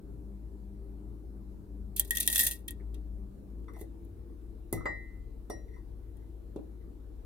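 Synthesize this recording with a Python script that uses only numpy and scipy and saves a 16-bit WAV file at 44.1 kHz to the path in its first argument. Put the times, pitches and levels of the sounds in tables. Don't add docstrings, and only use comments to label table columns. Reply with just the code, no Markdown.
import sys
import numpy as np
from scipy import signal
from scipy.fft import irfft
from scipy.io import wavfile
from scipy.ndimage import uniform_filter1d

SR = 44100
rng = np.random.default_rng(int(sys.argv[2]) if len(sys.argv) > 2 else 0)


def wav_out(sig):
    wavfile.write(sys.argv[1], SR, np.round(np.clip(np.atleast_2d(sig).T, -1, 1) * 32767).astype(np.int16))


N = 319725
TURN_S = 3.645


def gain_of(db):
    return 10 ** (np.asarray(db) / 20)


def read(points, hz):
    f, value = np.transpose(points)
    return np.interp(np.log(hz + 1), np.log(f + 1), value)


def add(mix, s, sound):
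    part = mix[:, round(s * SR):][:, :sound.shape[1]]
    part += sound[:, :part.shape[1]]


def sides(left_db):
    return gain_of(np.multiply.outer([.5, -.5], left_db))


def stretches(curves):
    t = np.arange(N) / SR
    envelope = 0
    for rows in curves:
        envelope = envelope + gain_of(np.interp(t, *np.transpose(rows), left=-150, right=-150))
    return envelope


def ring(modes, centre_hz=None, octaves=1., rise_s=0.00076, size=SR):
    hz, db, t60, *port = np.transpose(modes)[:, :, None]
    left_db, lag = port or (np.full_like(hz, 1.2), -1.1 * np.tanh(hz / 1500))
    if centre_hz:
        db = db - 6 * (np.log2(hz / centre_hz) / octaves) ** 2
    t = np.arange(size) / SR
    level = gain_of(db - 60 * t / t60) * (1 - np.exp(-t / rise_s)) ** 2
    phase = 2 * np.pi * hz * t - np.multiply.outer([-.5, .5], lag)
    return (sides(left_db) * level * np.sin(phase)).sum(axis=1)


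# f/Hz, level/dB per Hz
EARLY_COLOUR = [(18, -36), (30, -11), (60, 2), (82, -18), (197, -15.5), (247, -18.5), (303, -15),
                (365, -26.5), (396, -16.5), (429, -25.5), (4000, -67), (5200, -102)]
LATE_COLOUR = [(18, -34), (30, -12.5), (63, -9), (82, -11), (136, -27), (297, -21), (336, -20),
               (421, -28.5), (457, -21.5), (486, -34), (4000, -66.5), (5600, -105)]
HISS_COLOUR = [(1760, -24), (3000, -13.5), (4140, -4), (6080, -5.5), (9390, -4), (15100, -5),
               (16200, -14.5), (16500, -33.5)]
EARLY_DB, LATE_DB, HISS_DB = -49.5, -51, -79.5
# f/Hz, likeness/1
TONE_LIKENESS = [(60, 0.94), (130, 0.35), (290, 0.76), (640, 0.024), (1410, 0.019), (3100, 0.036),
                 (6820, 0.13), (15000, 1)]
# f/Hz, left-right level/dB
TONE_BALANCE = [(60, 4.9), (110, 4.5), (200, 1.2), (2000, 0.32)]


def room_tone():
    frames, hz = N // 512 + 5, np.fft.rfftfreq(2048, 1 / SR)
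    a, b, c, d, patches = rng.standard_normal((frames, 1025, 5)).T
    patches = uniform_filter1d(patches, size=6, axis=1)
    patches = uniform_filter1d(patches, size=14, axis=0)
    same = np.clip(read(TONE_LIKENESS, hz), -1, 1)[:, None]
    left = a + 1j * b
    right = same * left + np.sqrt(1 - same ** 2) * (c + 1j * d)
    z = np.array([left, right]) * sides(read(TONE_BALANCE, hz))[:, :, None]
    z *= gain_of(1.8 * patches / patches.std()) * (hz > 25)[:, None]
    low_cut = np.sqrt(1 + (62 / (hz + 1)) ** 4)
    noises = []
    for colour, db in ((EARLY_COLOUR, EARLY_DB), (LATE_COLOUR, LATE_DB), (HISS_COLOUR, HISS_DB)):
        shape = gain_of(read(colour, hz)) / low_cut
        x = signal.istft(z * shape[:, None], nperseg=2048, noverlap=1536)[1][:, :N]
        noises.append(gain_of(db) * x / x.std())
    early, late, hiss = noises
    return np.where(np.arange(N) < TURN_S * SR, early, late) + hiss


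# f/Hz, width/Hz, level before the turn/dB, level after it/dB, left-right level/dB
HUM_BANDS = [(37.7, 1.7, -62.5, -52, 6.5), (113.8, 7.9, -62.5, -67, 8), (199, 6, -57.5, -67.5, -1),
             (303.5, 5.5, -64, -72.5, 5.5), (335, 1.2, -66, -63.5, -3), (392, 5.7, -67, -76.5, 2)]
# t/s, level/dB
THROB_LEVEL = [(0.0, -49.5), (0.22, -43.5), (1.55, -45.5), (1.62, -66), (1.71, -43), (2.69, -46),
               (2.89, -38.5), (3.25, -41.5), (3.33, -61.5), (3.59, -39), (3.69, -47.5), (7.19, -47)]
THROB_HZ = 54.85


def hum():
    t, out, hz = np.arange(N) / SR, np.zeros((2, N)), np.fft.rfftfreq(N, 1 / SR)
    for f, width, early_db, late_db, left_db in HUM_BANDS:
        noise = rng.standard_normal(len(hz)) + 1j * rng.standard_normal(len(hz))
        band = irfft(noise / (1 + (2 * (hz - f) / width) ** 2), N)
        level = gain_of(np.where(t < TURN_S, early_db, late_db))
        out += sides(left_db)[:, None] * band / band.std() * level
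    throb_level = np.sqrt(2) * gain_of(np.interp(t, *np.transpose(THROB_LEVEL)))
    throb = throb_level * np.sin(2 * np.pi * THROB_HZ * t + [[.25], [0]])
    return out + sides(5.5)[:, None] * throb


def kitchen(x):
    hz, t, z = signal.stft(rng.standard_normal((2, SR // 2)), SR, nperseg=256)
    port_difference = np.clip(1.1 - hz / 12000, .1, 1)[:, None]
    z = z[:1] + port_difference * (z - z[:1])
    t60 = read([(300, 0.41), (2000, 0.13), (12000, 0.048)], hz)[:, None]
    tail = signal.istft(z * gain_of(-60 * t / t60), SR, nperseg=256)[1]
    tail[:, :200] = 0
    return signal.oaconvolve(x, tail / np.linalg.norm(tail[0]), axes=1)[:, :N]


# f/Hz, level/dB
MESH_COLOUR = [(1290, -55), (2400, -26), (2760, -13.5), (3030, -38.5), (3380, -11), (5030, -14.5),
               (8920, -1.5), (9780, 1), (10600, -1.5), (12900, -0.5), (15200, -4.5), (16100, -14.5),
               (16500, -32.5)]
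# f/Hz, likeness/1
MESH_LIKENESS = [(2400, .6), (5000, .2), (7000, 0.67), (12000, 0.98)]
# f/Hz, left-right level/dB
MESH_BALANCE = [(1500, 4.7), (3500, 1.1), (8000, .1)]
# f/Hz, lag/rad
MESH_PORT_LAG = [(7500, 1.9), (10500, 0.63), (12000, 0.033)]


def mesh(tilts_db, t60, tail_db, tail_t60, scatter, count=350, size=9000):
    hz = np.geomspace(2200, 16400, count) * rng.uniform(0.89, 1.005, count)
    t = np.arange(size) / SR
    life = 8000 / hz[:, None]
    decay = gain_of(-60 * t / (t60 * life)) + gain_of(tail_db - 60 * t / (tail_t60 * life))
    waves = decay * (1 - np.exp(-t / 0.00012)) * np.exp(2j * np.pi * hz[:, None] * t)
    a, b, c, d = rng.standard_normal((len(tilts_db), 4, count)).transpose(1, 0, 2)
    left = (1 + 0.18 * a) * np.exp(1j * np.reshape(scatter, (-1, 1)) * b)
    same = np.clip(read(MESH_LIKENESS, hz), -1, 1)
    shared = same * left * np.exp(1j * read(MESH_PORT_LAG, hz))
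    right = shared + np.sqrt((1 - same ** 2) / 2) * (c + 1j * d)
    pair = np.array([left, right]) * sides(read(MESH_BALANCE, hz))[:, None]
    tilt = np.outer(tilts_db, np.log2(hz / 9000))
    pair *= gain_of(read(MESH_COLOUR, hz) + tilt) * np.sqrt(hz)
    taps = (pair @ waves).imag.transpose(1, 0, 2)
    return taps / abs(taps.mean(axis=1)).max(axis=1)[:, None, None]


# f/Hz, level/dB, t60/s
COUNTER_MODES = [(105, -1.5, 0.21), (249, 3, 0.042), (330.7, 7.5, 0.057), (390.4, 1, 0.05),
                 (519, -10, 0.11), (699, -5, 0.065), (762, -3, 0.092), (1030, 4, 0.036), (1248, 2.5, 0.037)]
# f/Hz, level/dB, t60/s, left-right level/dB, right-port lag/rad
CUP_MODES = [(1880, 0, .085, 5, -2.4), (1830, -8, .085, 5, -2.4), (2730, -10, .03, 3, -1.4),
             (3280, -2, .028, 3, -1.8), (3440, -3, .028, 3, -1.8)]
# t/s, counter level/dB, colour centre f/Hz, width/octaves, mesh level/dB, mesh tilt/dB per octave
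BUMP_EVENTS = [(2.797, -65.5, 1850, 0.58, -77, -3), (3.682, -50.5, 1220, 0.48, -106, 1),
               (3.735, -64, 902, 0.55, -60, -2), (3.764, -51.5, 721, 0.7, -61, -7),
               (3.812, -43.5, 434, 0.74, -43, 2), (4.727, -31, 350, 1.17, -21.5, 4),
               (4.735, -29, 108, 1.4, -90.5, -12.5), (4.774, -47.5, 1245, 0.24, -92.5, 1),
               (4.807, -46.5, 1260, 0.33, -85, -3), (4.855, -36, 700, 2.3, -52.5, -4),
               (5.499, -37, 520, 1.05, -44, -0.5), (5.764, -60.5, 1000, 0.38, -87.5, 12.5),
               (6.561, -36.5, 342, 0.91, -56, -10.5), (6.592, -49.5, 350, 0.98, -76, -2.5)]


def bumps():
    out, t = np.zeros((2, N)), np.arange(SR // 3) / SR
    cup = ring(CUP_MODES, 3400, .3, 0.00044, size=9000)
    taps = mesh(np.transpose(BUMP_EVENTS)[5], t60=0.029, tail_db=-14.5, tail_t60=0.21, scatter=3.43)
    for (s, counter_db, centre_hz, octaves, mesh_db, tilt_db), tap in zip(BUMP_EVENTS, taps):
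        thud = ring(COUNTER_MODES, centre_hz, octaves, rise_s=0.00056, size=len(t))
        edges_hz = centre_hz * 2 ** (np.array([-.4, .45]) * octaves)
        band = signal.butter(3, edges_hz, "band", fs=SR, output="sos")
        rattle = rng.standard_normal((2, len(t))) * gain_of(-60 * t / 0.072) * (1 - np.exp(-t / 0.0042))
        grit = signal.sosfilt(band, rattle)
        add(out, s, gain_of(counter_db) * (thud + gain_of(21.5) * grit))
        cup_gain = gain_of(-33.5 - 1.5 * tilt_db)
        add(out, s, gain_of(mesh_db) * (tap + cup_gain * cup))
    return out


# t/s, level/dB
DRAG_CURVES = [
    [(3.68, -54), (3.72, -82), (3.74, -61.5), (3.81, -58.5), (3.87, -99.5)],
    [(5.68, -75), (5.71, -74.5), (5.77, -70), (5.81, -99.5)],
    [(6.02, -86.5), (6.12, -93), (6.17, -99), (6.21, -80), (6.26, -95)],
]
DRAG_DAMPING = (0.041, 0.3)
SLIPS_PER_S = 320
# f/Hz, level/dB, t60/s, left-right level/dB, right-port lag/rad
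OVAL_MODES = [
    [(1884, 0.013, 0.45, 2.3, -2.0)],
    [(2031, 0, 0.6, 1.5, 1)],
]
# f/Hz, level for a wall blow/dB, level for a rim blow/dB, t60/s
OVERTONE_MODES = [(2850, -6, -8, .14), (3550, 4, 15, .035), (3946, 0, -3, .45), (4721, 0, 4, .13),
                  (4972, -6, -25, .3), (5690, -20, 13, .25), (6438, -4, -25, .2), (7477, 2, -25, .16),
                  (8250, -14, 2, .16), (9006, -18, 11, .17), (11200, -30, 3, .17)]


def drag():
    out = np.zeros((2, N))
    slips = rng.standard_normal(N) * (rng.random(N) < SLIPS_PER_S / SR)
    rim = np.delete(OVERTONE_MODES, obj=1, axis=1)
    body = gain_of(-1) * ring(OVAL_MODES[0], size=12000) + ring(OVAL_MODES[1], size=12000)
    body = body + gain_of(-25) * ring(rim, size=12000)
    for curves, t60 in zip((DRAG_CURVES[:1], DRAG_CURVES[1:]), DRAG_DAMPING):
        damp = gain_of(-60 * np.arange(12000) / SR / t60)
        out += signal.oaconvolve((stretches(curves) * slips)[None], damp * body, axes=1)[:, :N]
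    return out


# t/s, lower oval level/dB, upper oval level/dB, wall overtone level/dB, rim overtone level/dB,
# free ring before a touch damps it/s
CLINK_EVENTS = [(4.729, -50, -39, -68, -71, 0.13), (4.856, -30.5, -29, -56, -88, .52),
                (5.499, -44, -52.5, -98, -60, 0.29), (6.807, -68, -67.5, -99, -99, 0.011)]
OVAL_RISE = (0.0051, 0.00033)
CONTACT_S, SOFTER = .0015, .5
WET_S, WET_DB_PER_S = 5.3, 70


def clinks():
    out, t = np.zeros((2, N)), np.arange(SR) / SR
    wall = np.delete(OVERTONE_MODES, obj=2, axis=1)
    rim = np.delete(OVERTONE_MODES, obj=1, axis=1)
    bodies = [ring(mode, rise_s=rise_s) for mode, rise_s in zip(OVAL_MODES, OVAL_RISE)]
    bodies += [ring(modes, rise_s=0.0004) for modes in (wall, rim)]
    for s, *ring_db, free_s in CLINK_EVENTS:
        contact_s = CONTACT_S * gain_of(-SOFTER * (max(ring_db) + 30))
        touch = gain_of(-350 * np.maximum(t - free_s, 0))
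        shape = (1 - np.exp(-t / contact_s)) * touch
        wet = gain_of(-WET_DB_PER_S * t * (s > WET_S))
        blow = sum(gain_of(db) * body * damp for db, body, damp in zip(ring_db, bodies, (wet, wet, 1, 1)))
        add(out, s, shape * blow)
    return out


# t/s, level/dB, cup ring level/dB, brightness/dB per octave, tumble/s
LANDINGS = [(1.963, -22.5, -66.5, 5.5, .0023), (1.979, -31.5, -64, -1.5, 0.0012),
            (1.9964, -4.5, -36.5, 4.5, 0.00077), (2.1081, -9, -22, 1, 0.00034),
            (2.15, -24, -46, -2, 0.0028), (2.159, -21, -34.5, 1.5, 0.0005), (2.17, -13.5, -31.5, 0, 0.0023),
            (2.2029, -14.5, -48.5, 0.5, 0.0031), (2.265, -24, -61, 5.5, 0.0014),
            (2.2763, -4, -26, 0.5, 0.00046), (2.3, -18.5, -42.5, -1, 0.0011),
            (2.3267, -16.5, -30.5, -1, 0.0025), (2.348, -20, -51, 0, 0.0004), (2.3576, -14, -27, -4, .002),
            (2.366, -16.5, -33.5, -1.5, .001), (2.3923, -10, -21, -0.5, 0.0043),
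            (2.409, -26.5, -38.5, -7.5, 0.0052), (2.433, -15, -23, 4.5, .003),
            (2.4685, -16, -28, -4, 0.00051), (2.511, -22.5, -43.5, -1.5, 0.0046),
            (2.6801, -24.5, -58.5, 7.5, 0.00092), (2.683, -27, -38, -6, 0.00042),
            (2.708, -24.5, -59, 6, 0.00031), (2.9425, -48.5, -69, -7.5, 0.0031),
            (4.048, -56.5, -89.5, 4.5, 0.0037), (6.1687, -58.5, -72.5, -3.5, 0.0034)]
# t/s, relative level/dB
CRUMB_CURVES = [
    [(1.964, -40), (2.03, -52.5), (2.09, -58), (2.2, -33), (2.3, -41), (2.4, -25), (2.5, -29.5),
     (2.63, -77.5)],
    [(3.72, -97), (3.818, -52), (3.87, -115)],
]
# f/Hz, level/dB, t60/s, left-right level/dB, right-port lag/rad
FLOOR_MODES = [(590, -5, .15, .1, .5), (800, 0, .05, .1, .5)]


def tea():
    out = np.zeros((2, N))
    upper = ring(CUP_MODES, 3300, .3, .001, size=9000)
    lower = ring(CUP_MODES, 1880, .3, .001, size=9000)
    floor = gain_of(-35.0) * ring(FLOOR_MODES, rise_s=0.002, size=9000)
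    columns = np.transpose(LANDINGS)
    scatter = 1.5 * np.tanh(columns[4] / .0015)
    taps = mesh(columns[3], t60=0.023, tail_db=-21.5, tail_t60=0.13, scatter=scatter)
    lucks = rng.standard_normal((len(LANDINGS), 2, 6))
    for (s, db, cup_db, tilt_db, tumble_s), tap, (delay, strength) in zip(LANDINGS, taps, lucks):
        tumble = np.zeros(1500)
        touches = np.minimum(abs(delay) * tumble_s * SR, 1499).astype(int)
        tumble[touches] = strength * np.tanh(tumble_s / .003)
        tumble[0] = 1
        landing = tap + gain_of(-8.5) * floor + gain_of(-15.5 - 1.6 * tilt_db) * upper
        sound = gain_of(db) * landing + gain_of(cup_db) * np.sign(strength[0]) * lower
        add(out, s, signal.oaconvolve(sound, tumble[None] / np.linalg.norm(tumble), axes=1))
    uneven = gain_of(4.2 * np.minimum(rng.exponential(1, N), 3))
    landed = rng.random(N) < 320 / SR
    crumbs = stretches(CRUMB_CURVES) * uneven * landed * rng.choice([-1, 1], N)
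    spot = rng.integers(0, 8, N)
    for k, tap in enumerate(mesh(np.linspace(-4, 5, 8), t60=0.033, tail_db=-18.5, tail_t60=0.11, scatter=1.4)):
        wall = gain_of(-19.5) * lower if k % 2 else gain_of(-18.5) * upper
        hits = (crumbs * (spot == k))[None]
        out += gain_of(-1.0) * signal.oaconvolve(hits, tap + floor + wall, axes=1)[:, :N]
    return out


def scene():
    near = tea() + drag() + clinks() + bumps()
    return near + gain_of(-11) * kitchen(near) + room_tone() + hum()


def record(dry):
    low_pass = signal.firwin(511, 17000, window=("kaiser", 9), fs=SR)
    return signal.oaconvolve(dry, low_pass[None], "same")


dry = scene()
out = record(dry)
wav_out(out)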